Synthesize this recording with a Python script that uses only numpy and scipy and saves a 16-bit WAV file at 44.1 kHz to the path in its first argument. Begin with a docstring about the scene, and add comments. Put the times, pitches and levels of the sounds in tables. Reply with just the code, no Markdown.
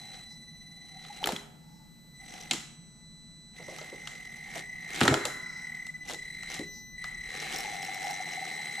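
"""Toy truck on broken floorboards

A small electric toy truck crawls over broken floorboards in an empty old building.
Its motor sings at the 2 kHz switching rate of the speed controller and flutters as the rotor turns.
Gears rasp as shaped noise, tyres bump on ringing boards, and noise bursts ring the clattering plastic shell.
Loose sticks crack, small parts chink, and soft echoes, air, hum and a deep rumble lie behind."""
import sys
import numpy as np
from scipy import signal
from scipy.io import wavfile

SR = 44100
rng = np.random.default_rng(int(sys.argv[2]) if len(sys.argv) > 2 else 0)


def digitize_waveform(pressure):
    """Quantize a signal to 16-bit integers and store it at the path in sys.argv[1].

    Rows of a 2-D input are taken as channels; values are limited to [-1, 1].
    """
    field = np.atleast_2d(pressure).T
    bounded = np.clip(field, -1, 1)
    quanta = np.round(bounded * 32767).astype(np.int16)
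    wavfile.write(sys.argv[1], SR, quanta)


N = 388080
TIME = np.arange(N) / SR
CRUISE_TURNS_PER_S, CREEP_TURNS_PER_S = 60, 24

# motor speed in the five pushes of the throttle: (start_s, turns_per_s)
ROLL_IN = [(0, 54), (.16, 62), (.28, 21), (.5, 14), (.8, 22), (.95, 39), (1.12, 47), (1.24, 66), (1.48, 0)]
NUDGE = [(2.13, 0), (2.25, 40), (2.31, 52), (2.43, 41), (2.5, 50), (2.74, 0)]
CLIMB = [(3.52, 0), (3.57, 48), (3.7, 60), (3.83, 63), (3.92, 48), (4.07, 57), (4.17, 40), (4.41, 47),
         (4.59, 104), (4.67, 24), (4.85, 52), (4.96, 124), (5.1, 135), (5.2, 84), (5.37, 32), (5.5, 29),
         (5.62, 37), (5.74, 41), (5.83, 35), (5.92, 16), (6, 14), (6.1, 14)]
CREEP = [(6.1, 14), (6.19, 27), (6.3, 42), (6.4, 52), (6.53, 84), (6.6, 58), (6.68, 0)]
DRIVE_OFF = [(6.95, 0), (7, 31), (7.21, 33), (7.32, 80), (7.5, 142), (7.62, 112), (7.8, 90), (8.1, 100),
             (8.3, 88), (8.8, 72)]
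# the five runs, with relative levels at cruising speed:
# (speed_curve, rasp_db, drone_db, growth_db per tenfold speed)
RUNS = [(ROLL_IN, -56.5, -54.5, 33), (NUDGE, -53.5, -50, 41), (CLIMB, -55.5, -58.5, 24),
        (CREEP, -58.5, -67, 17), (DRIVE_OFF, -53, -60.5, 30.6)]
# tyres scrub and crunch over splinters: (peak_s, rise_s, fall_s, level_db)
SCRUBS = [(1.315, 0.17, 0.056, -51.5), (2.35, 0.031, 0.15, -52), (3.78, 0.072, 0.053, -53.5),
          (4.068, 0.028, 0.36, -59.5), (4.58, 0.024, 0.017, -44.5), (5.02, 0.055, 0.055, -35.5),
          (6.12, 0.039, 0.023, -43), (6.54, 0.035, 0.055, -43.5), (7.591, 0.047, 0.037, -44),
          (8.09, 0.054, 0.026, -43.5)]
# body panels buzz up under full drive: (peak_s, half_length_s, level_db)
GROWLS = [(7.676, 0.15, -43), (8.064, 0.11, -43.5), (8.45, 0.25, -45.5)]
SCRUB_DRONE_DB = -5.5      # how much a scrub shakes the panels


def drive():
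    """Motor speed, and the strength of drone and rasp: both grow with speed and surge where a tyre scrubs."""
    turns, drone, rasp = np.zeros((3, N))
    for curve, rasp_db, drone_db, growth_db in RUNS:
        speed = np.interp(TIME, *np.transpose(curve), left=0, right=0).clip(0)
        effort = (speed / CRUISE_TURNS_PER_S) ** (growth_db / 20)
        turns += speed
        rasp += from_db(rasp_db) * effort
        drone += from_db(drone_db) * effort
    scrub = sum(from_db(db) * swell(s, rise_s, fall_s) for s, rise_s, fall_s, db in SCRUBS)
    splinters = grit(per_s=170, size_db=3, length_s=.002)
    scrub = scrub * np.sqrt((1 + splinters ** 2) / 2)
    growl = sum(from_db(db) * swell(s, half_s, half_s) for s, half_s, db in GROWLS)
    drone = np.hypot(drone, growl + from_db(SCRUB_DRONE_DB) * scrub)
    return turns, drone, np.hypot(rasp, scrub)


# how near the motor sounds, heard in the upper harmonics: (start_s, level_db)
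NEARNESS = [(0, -6), (.9, -33), (2.3, -6), (3.7, -20), (4.6, -18), (6.3, 0), (7.1, -7), (8.8, 23)]
# the switching tone and its lines one rotor rate above and below: (start_s, centre_db, above_db, below_db)
WHINE = [(.1, -69, -59, -67), (.5, -97, -70.5, -58.5), (1.15, -69, -58, -66), (2.35, -57.5, -57, -95),
         (3.8, -58.5, -52, -71), (4.25, -65, -50.5, -58), (4.75, -63, -48, -51), (5.6, -51, -47, -49.5),
         (6.3, -53.5, -48.5, -53), (7.1, -59, -49, -45.5), (7.5, -48.5, -47, -52.5), (8, -45.5, -46, -62),
         (8.7, -44.5, -44, -60)]
# the whine's octave while the motor runs: (start_s, level_db)
OCTAVE = [(0, -48.5), (.5, -54), (1.15, -51.5), (2.3, -58.5), (4.7, -61.5), (5.25, -48.5), (5.9, -63),
          (6.45, -49.5), (7.15, -56), (7.4, -49.5), (7.65, -52.5), (8.8, -47.5)]
# whine harmonics 3 to 7 while the motor runs: (level_db, nearness_share 0-1)
UPPER_WHINE = [(-65, .05), (-67, .27), (-78, .05), (-80, .2), (-80, .2)]
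# stalled under load the motor sings on, coloured by where the rotor stopped:
# (start_s, end_s, sag_db_per_s, then level_db of harmonics 1, 2, 3, 4, 6, 7)
STALLS = [(1.426, 2.156, -7, -68.5, -63.5, -76, -72, -76.5, -85),
          (2.65, 3.028, 8, -67.5, -61, -66, -62, -94, -103.5),
          (3.033, 3.558, -1, -67, -56, -68.5, -64, -99, -98),
          (6.677, 6.95, 25, -50.5, -56.5, -54, -72, -80, -68)]
# how deeply the rotor ripples the octave, then the harmonics above it: (depth ratio, roughness ratio)
RIPPLE = [(.2, .1), (.6, .4)]
SWITCH_HZ, BRUSH_DB = 2000, -12.5


def whine(angle, turns, second_db=-14, skirt_db=-11, swing=0.079, port_angle=0.29):
    """Switched current makes the motor sing; the turning rotor swells and twists the tone, giving side lines."""
    near_db, = in_time(NEARNESS)
    octave_db, = in_time(OCTAVE)
    centre_db, above_db, below_db = in_time(WHINE)
    turning = np.clip(turns / CREEP_TURNS_PER_S, 0, 1)

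    # stalls fade in and out over 50 ms, while the running tone gives way
    gates = [np.clip(np.minimum(TIME - start, end - TIME) * 20 + .5, 0, 1) for start, end, *_ in STALLS]
    running = 1 - sum(gates)
    stalls = []
    for gate, (start, end, sag, *_) in zip(gates, STALLS):
        from_middle_s = TIME.clip(start, end) - (start + end) / 2
        stalls.append(gate * from_db(-sag * from_middle_s))
    held = {}
    for column, k in enumerate((1, 2, 3, 4, 6, 7), 3):
        held[k] = sum(stall * from_db(row[column]) for stall, row in zip(stalls, STALLS))

    # complex signals: their angle turns the tone forward or back, making lines above or below it
    surge = from_db([above_db, below_db]) * running
    above, below = surge * turning
    flutter = np.hypot(above, below)
    chop, contact = commutation(angle), brushes(angle)
    sides = above * chop + below * chop.conj()
    sides += flutter * (from_db(second_db) * 2 * np.cos(2 * angle) + from_db(BRUSH_DB) * contact)
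    sides += surge.sum(axis=0) * (1 - turning)      # at a creep the surges merge into a held tone

    switch = 2 * np.pi * SWITCH_HZ * TIME
    ports = np.exp(1j * port_angle * np.array([[1], [-1]]))      # the tone reaches the two sides out of step
    levels_db = [centre_db, octave_db] + [db + share * near_db for db, share in UPPER_WHINE]
    out = np.zeros((2, N))
    for k, level_db in enumerate(levels_db, 1):
        steady = running * from_db(level_db + .5 * drift(7.8))
        depth, rough = RIPPLE[int(k > 2)]
        ripple = sides if k == 1 else steady * turning * (depth * chop + rough * brushes(angle))
        tone = np.exp(1j * (k * switch + swing * drift(0.072)))
        out += np.real((steady + ripple + held.get(k, 0)) * tone * ports)
    # at speed the tone also frays into a narrow hiss
    smear = flutter * from_db(skirt_db) * turns / CRUISE_TURNS_PER_S
    return np.sqrt(2) * out + smear * narrow_noise(2210, 300)


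def commutation(angle, sharpness=3.5, duty_edge=.25, lean=.3, uneven=.18):
    """One steep-fronted surge of current per turn of the angle; its strength varies over every three."""
    leaning = angle + lean * np.cos(angle)
    surge = np.tanh(sharpness * (np.cos(leaning) - duty_edge)) + 2 / np.pi * np.arcsin(duty_edge)
    return (surge + 1j * np.sin(angle)) * (1 + uneven * np.cos(angle / 3))


def brushes(angle, count=5):
    """Uneven brush contact: strength and phase take a few new values in every rotor turn."""
    contact = angle / (2 * np.pi) * count
    chance = rng.standard_normal((N // 20, 2)) @ [1, 1j]
    return rms_one(np.interp(contact, np.arange(len(chance)), chance))


# colour of the gear rasp: (pitch_hz, level_db per Hz)
RASP = [(100, -9), (250, 7.5), (450, 9.5), (700, -7), (1050, 0.5), (1450, 7), (2300, 4.5), (3200, 9.5),
        (4600, -2), (5700, -0.5), (7700, 1.5), (9500, -8.5), (13000, -13), (16000, -23)]
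# body panels that the gears shake: (pitch_hz, width_hz, level_db)
PANELS = [(733.6, 85, 0.5), (768, 105, 3), (823.6, 44, -1)]


def gears(angle, drone_strength, rasp_strength, rasp_gain_db=1.0, drone_gain_db=-1, lumpy_db=2.0, ring_db=-9.0):
    """Teeth and grit click over a fine rasp that throbs with the rotor and shakes the body panels."""
    crunch = grit(per_s=320, size_db=2.8, length_s=.0012)
    force = np.sqrt(1.2 + crunch ** 2) * (1 + .22 * np.cos(angle) + .15 * drift(30))
    rasp = coloured(RASP, rng.standard_normal((2, 2, N)) * force, patchy_db=1.4)
    # play in the drive shafts makes small parts chink
    play = grit(per_s=90, size_db=2, length_s=.005)
    rasp += from_db(ring_db) * play * narrow_noise(5880, 1000)
    panels = sum(from_db(db) * narrow_noise(hz, width) for hz, width, db in PANELS)
    drone = rms_one(panels * from_db(lumpy_db * drift(50)))
    return from_db(rasp_gain_db) * rasp_strength * rasp + from_db(drone_gain_db) * drone_strength * drone


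# chassis knocks and ticks, relative levels: (start_s, level_db, loudest pitch_hz, fall_db one octave away)
KNOCKS = [(.142, -49, 2700, 6), (1.0484, -46, 2600, 6), (1.2409, -29, 2740, 11), (1.258, -41.5, 4180, -3.5),
          (1.2712, -30.5, 8050, 0), (1.288, -31.5, 3460, 13), (1.32, -37.5, 7000, 0),
          (1.3627, -41.5, 2900, 3), (2.51, -18.5, 3600, 7.5), (2.5327, -30.5, 4630, 3),
          (3.7841, -42.5, 2200, 1), (3.813, -43, 3000, 9), (4.072, -33.5, 3330, 5.5), (5.006, -31, 3480, 0),
          (5.0113, -19, 1400, 3), (5.021, -26, 1790, 11), (5.051, -28.5, 1700, 9),
          (5.0777, -16.5, 1210, 1.2), (5.1398, -24, 1700, 1), (5.252, -26, 5000, 2),
          (5.866, -45, 4500, 2.5), (6.088, -38.5, 5600, 9), (6.1338, -36, 5200, 11),
          (6.431, -44, 3540, 1.7), (6.541, -35.5, 6500, 10), (7.04, -38, 1300, 1)]
# plastic shell resonances: (pitch_hz, width_hz, level_db)
SHELL = [(776, 240, 12.5), (1294, 160, 14.5), (1800, 670, 11.5), (2120, 230, 0), (2930, 970, 6.5),
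         (4240, 930, 4.5), (5200, 520, -0.5), (7200, 1050, 3), (10000, 3100, -5)]
# how a blow reaches three low, three middle, two high and the top resonance: (centre_hz, contact_s, level_db)
REGISTERS = [(1400, 0.0019, 0), (3230, 0.0035, -4), (6500, 0.0014, -3.5), (11400, 0.0016, -9)]
# how alike left and right are in knocks: (pitch_hz, likeness 0-1)
KNOCK_LIKENESS = [(1400, 0.63), (3200, 0.88), (7400, 0.63)]


def knocks(rise_s=0.0011, gain_db=-15, rattle_db=-24, rattle_s=0.066):
    """Each blow is a brief chatter of loose plastic that rings the shell, with a faint rattle after it."""
    out, t = np.zeros((2, N)), TIME[:SR // 4]
    groups = [SHELL[:3], SHELL[3:6], SHELL[6:8], SHELL[8:]]
    for s, peak_db, bright_hz, fall_db in KNOCKS:
        for (centre_hz, contact_s, register_db), modes in zip(REGISTERS, groups):
            db = peak_db + register_db - fall_db * np.log2(centre_hz / bright_hz) ** 2
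            rise = 1 - np.exp(-(t / rise_s) ** 2)
            fall = np.exp(-t / contact_s) + from_db(rattle_db) * np.exp(-t / rattle_s)
            chatter = rng.standard_normal((2, len(t))) * rise * fall
            ring = 0
            for k, (hz, width, level) in enumerate(modes):      # neighbours ring with opposite sign
                mode = resonate(resonate(chatter, hz, width), hz, hz)
                ring = ring + (-1) ** k * from_db(level) * mode
            pair = spread([rms_one(r) for r in ring], centre_hz, KNOCK_LIKENESS)
            add(out, s, from_db(db + gain_db) * rms_one(pair))
    return out


# tyres on boards, relative levels: (start_s, level_db, pitch_hz)
BUMPS = [(1.247, -32, 325), (1.273, -31.5, 470), (1.293, -28, 530), (1.324, -29, 178), (2.51, -29.5, 203),
         (2.532, -37, 302), (3.594, -41, 503), (3.682, -35, 540), (3.723, -39.5, 560), (3.812, -38, 554),
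         (3.925, -36.5, 408), (4.558, -33.5, 610), (5.013, -18, 249), (5.034, -20, 162), (5.05, -20.5, 730),
         (5.08, -16, 284), (5.101, -20, 242), (5.11, -18, 134), (5.121, -19.5, 540), (5.17, -27, 334),
         (5.25, -28, 570), (6.104, -37, 630), (6.129, -36, 386), (6.593, -27.5, 277)]
# the floor gives under the hardest landings: (start_s, level_db)
LANDINGS = [(5.014, -27.5), (5.082, -30)]
# floorboard resonances; t60 is the time to fall 60 dB: (pitch_hz, level_db, t60_s)
BOARD = [(93, -5, 0.31), (132.8, 0, .26), (269.6, -6, 0.41), (318, -6.5, .25), (348.8, -4.5, 0.32),
         (408.5, -9.5, 0.43), (496, -10, 0.14)]


def bumps(thud_s=0.021, damping=0.48, thud_db=-16, board_db=-14):
    """Rubber tyres thud on the boards, which ring briefly; hard landings also move the whole floor."""
    out, blows, landings, t = np.zeros(N), np.zeros(N), np.zeros(N), TIME[:SR // 8]
    for s, db, hz in BUMPS:
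        push = rng.standard_normal(len(t)) * np.exp(-t / thud_s)
        thud = resonate(resonate(push, hz, damping * hz), hz, hz)
        add(out, s, from_db(db + thud_db) * rms_one(thud))
        add(blows, s, from_db([db + board_db]))
    for s, db in LANDINGS:
        add(landings, s, from_db([db]))
    for hz, db, t60 in BOARD:
        r, w = from_db(-60 / (t60 * SR)), 2 * np.pi * hz / SR
        # ordinary bumps move the low resonances less
        strikes = (landings + blows * min(hz / 300, 1) ** 2) * rng.choice([-1, 1], N)
        out += from_db(db) * signal.lfilter([0, np.sin(w)], [1, -2 * r * np.cos(w), r * r], strikes + 1e-18)
    return out


# gear backlash knocks: (start_s, peak level_db)
CLUNKS = [(.144, -56), (.96, -46), (1.101, -39), (1.213, -38.5), (7.454, -39), (7.545, -35), (7.59, -37),
          (7.647, -33.5), (7.676, -33), (7.724, -36), (7.827, -35.5), (7.885, -32.5), (7.96, -36),
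          (8.043, -30.5), (8.067, -30.5), (8.104, -35), (8.201, -30.5), (8.374, -33.5), (8.422, -33),
          (8.781, -36)]


def clunks(panel_hz=780, swell_s=0.005):
    """Gear backlash knocks a hollow panel: a few cycles swell and die, at a slightly new pitch each time."""
    out, t = np.zeros(N), TIME[:SR // 10]
    for s, db in CLUNKS:
        hz = panel_hz * (1 + 0.028 * rng.standard_normal())
        shape = t / swell_s * np.exp(1 - t / swell_s)
        add(out, s, from_db(db) * shape * np.sin(2 * np.pi * hz * t))
    return out


# loose sticks; the crack is relative to the ring: (start_s, level_db, pitch_hz, ring_s, crack_db)
STICKS = [(1.2295, -27, 840, 0.0048, -18), (1.2413, -13.5, 3150, 0.0017, -15),
          (1.2582, -28, 4400, 0.0016, 5), (1.2732, -20.5, 800, 0.0028, -4), (1.2908, -20, 820, 0.0038, -11),
          (1.3631, -24.5, 3340, 0.0023, -9)]


def sticks(crack_s=0.00053):
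    """Loose dry sticks crack against each other under the front wheels, each at its own pitch."""
    out = np.zeros(N)
    for s, db, hz, ring_s, crack_db in STICKS:
        add(out, s, from_db(db) * tap(hz, ring_s, crack_db, crack_s))
    return out


# a drive shaft chinks: (start_s, level_db)
CHINKS = [(7.561, -29), (7.586, -29.5), (7.606, -31), (7.828, -36), (7.848, -35), (7.945, -36),
          (8.044, -37), (8.109, -34)]


def chinks(ring_hz=5550, ring_s=0.0035, crack_db=-3, crack_s=.002):
    """A loose shaft snaps across its play and rings briefly."""
    out = np.zeros(N)
    for s, db in CHINKS:
        hz = ring_hz * (1 + 0.011 * rng.standard_normal())
        add(out, s, from_db(db) * tap(hz, ring_s, crack_db, crack_s))
    return out


def tap(hz, ring_s, crack_db, crack_s):
    """A small hard thing is struck: a sharp crack and a short ring of height 1."""
    t = TIME[:SR // 10]
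    crack = from_db(crack_db) * rng.standard_normal(len(t)) * np.exp(-t / crack_s)
    return crack + np.sin(2 * np.pi * hz * t) * np.exp(-t / ring_s)


# the steering servo buzzes: (middle_s, half_length_s, fizz_db, panel_db)
STEERING = [(0.322, 0.025, -59, -70), (1.755, 0.078, -70, -65), (5.552, 0.092, -57, -65),
            (6.77, 0.035, -55, -69)]


def servo(buzz_hz=5600, width_hz=1700, panel_hz=852, panel_width_hz=60, idle_db=-79):
    """The steering servo's small gears fizz and stir a body panel, faintly even while it only holds the wheels."""
    fizz = sum(from_db(db) * swell(s, half_s, half_s) for s, half_s, db, _ in STEERING)
    shake = sum(from_db(db) * swell(s, half_s, half_s) for s, half_s, _, db in STEERING)
    panel = (shake + from_db(idle_db)) * narrow_noise(panel_hz, panel_width_hz)
    return fizz * narrow_noise(buzz_hz, width_hz) + panel


# shock springs ring on after a hard landing: (start_s, level_db)
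TWANGS = [(5.079, -46)]
# spring resonances: pitch_hz
COILS = [1019, 1347, 1436, 1500, 1830]


def springs(blur_db=6, blur_hz=1420, width_hz=620, t60=1.5):
    """A few clear coil resonances, over a blur of weaker ones, die away slowly."""
    out, t = np.zeros((2, N)), TIME[:2 * SR]
    blur = narrow_noise(blur_hz, width_hz)[:, :len(t)] * from_db(blur_db)
    for s, db in TWANGS:
        ring = sum(np.sin(2 * np.pi * (hz * t + rng.random())) for hz in COILS)
        add(out, s, from_db(db) * (ring + blur) * np.exp(-np.log(1000) * t / t60))
    return out


def hall(x, t60=0.92, wall_hz=6000):
    """The building echoes: eight feedback delays a side, duller on every round."""
    out, dull = np.zeros((2, N)), np.exp(-2 * np.pi * wall_hz / SR)
    for k, lag in enumerate((rng.uniform(0.017, .055, 16) * SR).astype(int)):
        loop, gain, state = x[k % 2].copy(), from_db(-60 * lag / SR / t60), [0.]
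        for i in range(lag, N, lag):
            back, state = signal.lfilter([gain * (1 - dull)], [1, -dull], loop[i - lag:i], zi=state)
            loop[i:i + lag] += back[:N - i]
        out[k % 2] += (loop - x[k % 2]) * (-1) ** (k // 2)      # echoes only, without the direct sound
    return out


def close_pair(pair, apart_hz=450):
    """Two listening points sit close together, so they hear the long waves of the echoes alike."""
    high_pass = signal.butter(2, apart_hz, "high", fs=SR, output="sos")
    side = signal.sosfilt(high_pass, (pair[0] - pair[1]) / 2)
    return pair.mean(axis=0) + np.array([side, -side])


# colour of the quiet air: (pitch_hz, level_db per Hz)
AIR = [(20, -20), (90, 2.5), (250, -4), (350, -9.5), (550, -8.5), (1500, -16.5), (3500, -23), (7000, -18.5),
       (15000, -34.5)]
AIR_DB = -64


def air():
    """Soft steady noise of the empty building."""
    return from_db(AIR_DB) * coloured(AIR, rng.standard_normal((2, 2, N)))


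# deep rumble: (start_s, level_db)
RUMBLE = [(0, -66), (5.9, -64), (7.3, -56.5), (8.8, -77)]


def rumble():
    """Very low noise around 25 Hz that slowly changes level."""
    rumble_db, = in_time(RUMBLE)
    return from_db(rumble_db) * narrow_noise(25, 49)


# the building's hollow background drone: (pitch_hz, width_hz, level_db)
HUM = [(157.8, 50, -56), (222.6, 27.6, -63), (298.3, 54, -72)]


def hum():
    """Noise in three narrow bands makes a hollow drone."""
    return sum(from_db(db) * narrow_noise(hz, width) for hz, width, db in HUM)


def from_db(db):
    """Decibels to gain."""
    return 10 ** (np.asarray(db) / 20)


def rms_one(x):
    """Scale to unit power."""
    return x / np.sqrt(np.mean(x ** 2) + 1e-20)


def in_time(rows):
    """Each column of a curve at every sample."""
    s, *columns = np.transpose(rows)
    return [np.interp(TIME, s, c) for c in columns]


def at_hz(points, hz):
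    """Read a spectrum on a log-frequency axis."""
    pitch_hz, value = np.transpose(points)
    return np.interp(np.log(hz), np.log(pitch_hz), value)


def drift(rate):
    """Slow chance with spread 1, made at a twentieth of the sample rate; rate in Hz."""
    r = np.exp(-40 * np.pi * rate / SR)
    chance = rng.standard_normal(N // 20 + 4002)
    slow = signal.lfilter([1], [1, -2 * r, r * r], chance)[4000:]      # skip the filter's start
    return np.interp(np.arange(N) / 20, np.arange(len(slow)), rms_one(slow))


def swell(s, rise_s, fall_s):
    """A rounded rise to 1 at a time, then a fall."""
    steps = np.linspace(-5, 5, 101)
    return np.interp(TIME, s + steps * np.where(steps < 0, rise_s, fall_s), np.exp(-steps ** 2 / 2))


def grit(per_s, size_db, length_s):
    """Random brief surges of force, a few much larger than the rest; rms 1."""
    sizes = from_db(size_db * np.minimum(rng.exponential(1, N), 3))
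    clicks = (rng.random(N) < per_s / SR) * sizes
    return rms_one(signal.lfilter([1], [1, -np.exp(-1 / (length_s * SR))], clicks + 1e-18))


def resonate(x, hz, width):
    """A resonance with gain 1 on top."""
    r = np.exp(-np.pi * width / SR)
    feedback = [1, -2 * r * np.cos(2 * np.pi * hz / SR), r * r]
    return signal.lfilter(np.array([1, 0, -1]) * (1 - r * r) / 2, feedback, x)


# how alike left and right are in running noise: (pitch_hz, likeness 0-1)
LIKENESS = [(30, 0.94), (250, 0.54), (700, 0.22), (2000, 0.67), (7000, 0.87), (14000, 1)]


def spread(pair, hz, likeness=LIKENESS):
    """Mix two unrelated signals into left and right, as alike as the pitch allows."""
    alike = np.clip(at_hz(likeness, hz), 0, .995)
    mid, side = np.sqrt((1 + alike) / 2) * pair[0], np.sqrt((1 - alike) / 2) * pair[1]
    return np.array([mid + side, mid - side])


def coloured(spectrum, sources, patchy_db=0, patches_per_s=35):
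    """Half-octave stereo bands, dealt in turn from two noise pairs, each with its own flicker if patchy; rms 1."""
    out, edges = 0, np.geomspace(18, 17000, 21)
    for k, (low, high) in enumerate(zip(edges, edges[1:])):
        band_pass = signal.butter(2, [low, high], "band", fs=SR, output="sos")
        band = signal.sosfilt(band_pass, sources[k % 2])
        hz = np.sqrt(low * high)
        level_db = at_hz(spectrum, hz) + patchy_db * drift(patches_per_s)
        out = out + from_db(level_db) * spread(band, hz)
    return rms_one(out)


def narrow_noise(hz, width):
    """Random shaking of one steep stereo resonance; rms 1."""
    shaken = resonate(resonate(rng.standard_normal((2, N)), hz, width), hz, width)
    return rms_one(spread(shaken, hz))


def add(track, s, sound):
    """Lay a sound into a track at a time."""
    start = max(round(s * SR), 0)
    track[..., start:start + sound.shape[-1]] += sound[..., :N - start]


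# truck's place: (start_s, left_minus_right_db)
PAN = [(0, -.3), (2.6, .5), (3.7, -1), (7.2, 1.6)]
SPEED_WOBBLE = .03      # share of the motor speed


def scene(wet_db=-24, thud_wet_db=-25):
    """The truck in its place, the building's echoes and its quiet background."""
    turns, drone, rasp = drive()
    pan_db, = in_time(PAN)
    angle = 2 * np.pi * np.cumsum(turns * (1 + SPEED_WOBBLE * drift(12.76))) / SR
    clatter = gears(angle, drone, rasp) + knocks() + clunks() + sticks() + chinks() + servo()
    thuds = bumps()
    truck = whine(angle, turns) + clatter + thuds + springs()
    truck = truck * from_db(pan_db / 2 * np.array([[1], [-1]]))
    echoes = close_pair(hall(from_db(wet_db) * clatter + from_db(thud_wet_db) * thuds))
    return truck + echoes + air() + rumble() + hum()


CUTOFF_HZ = 15300


def record(dry):
    """The top is cut steeply."""
    low_pass = signal.ellip(10, .1, 80, CUTOFF_HZ, fs=SR, output="sos")
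    return signal.sosfilt(low_pass, dry)


dry = scene()
out = record(dry)
digitize_waveform(out)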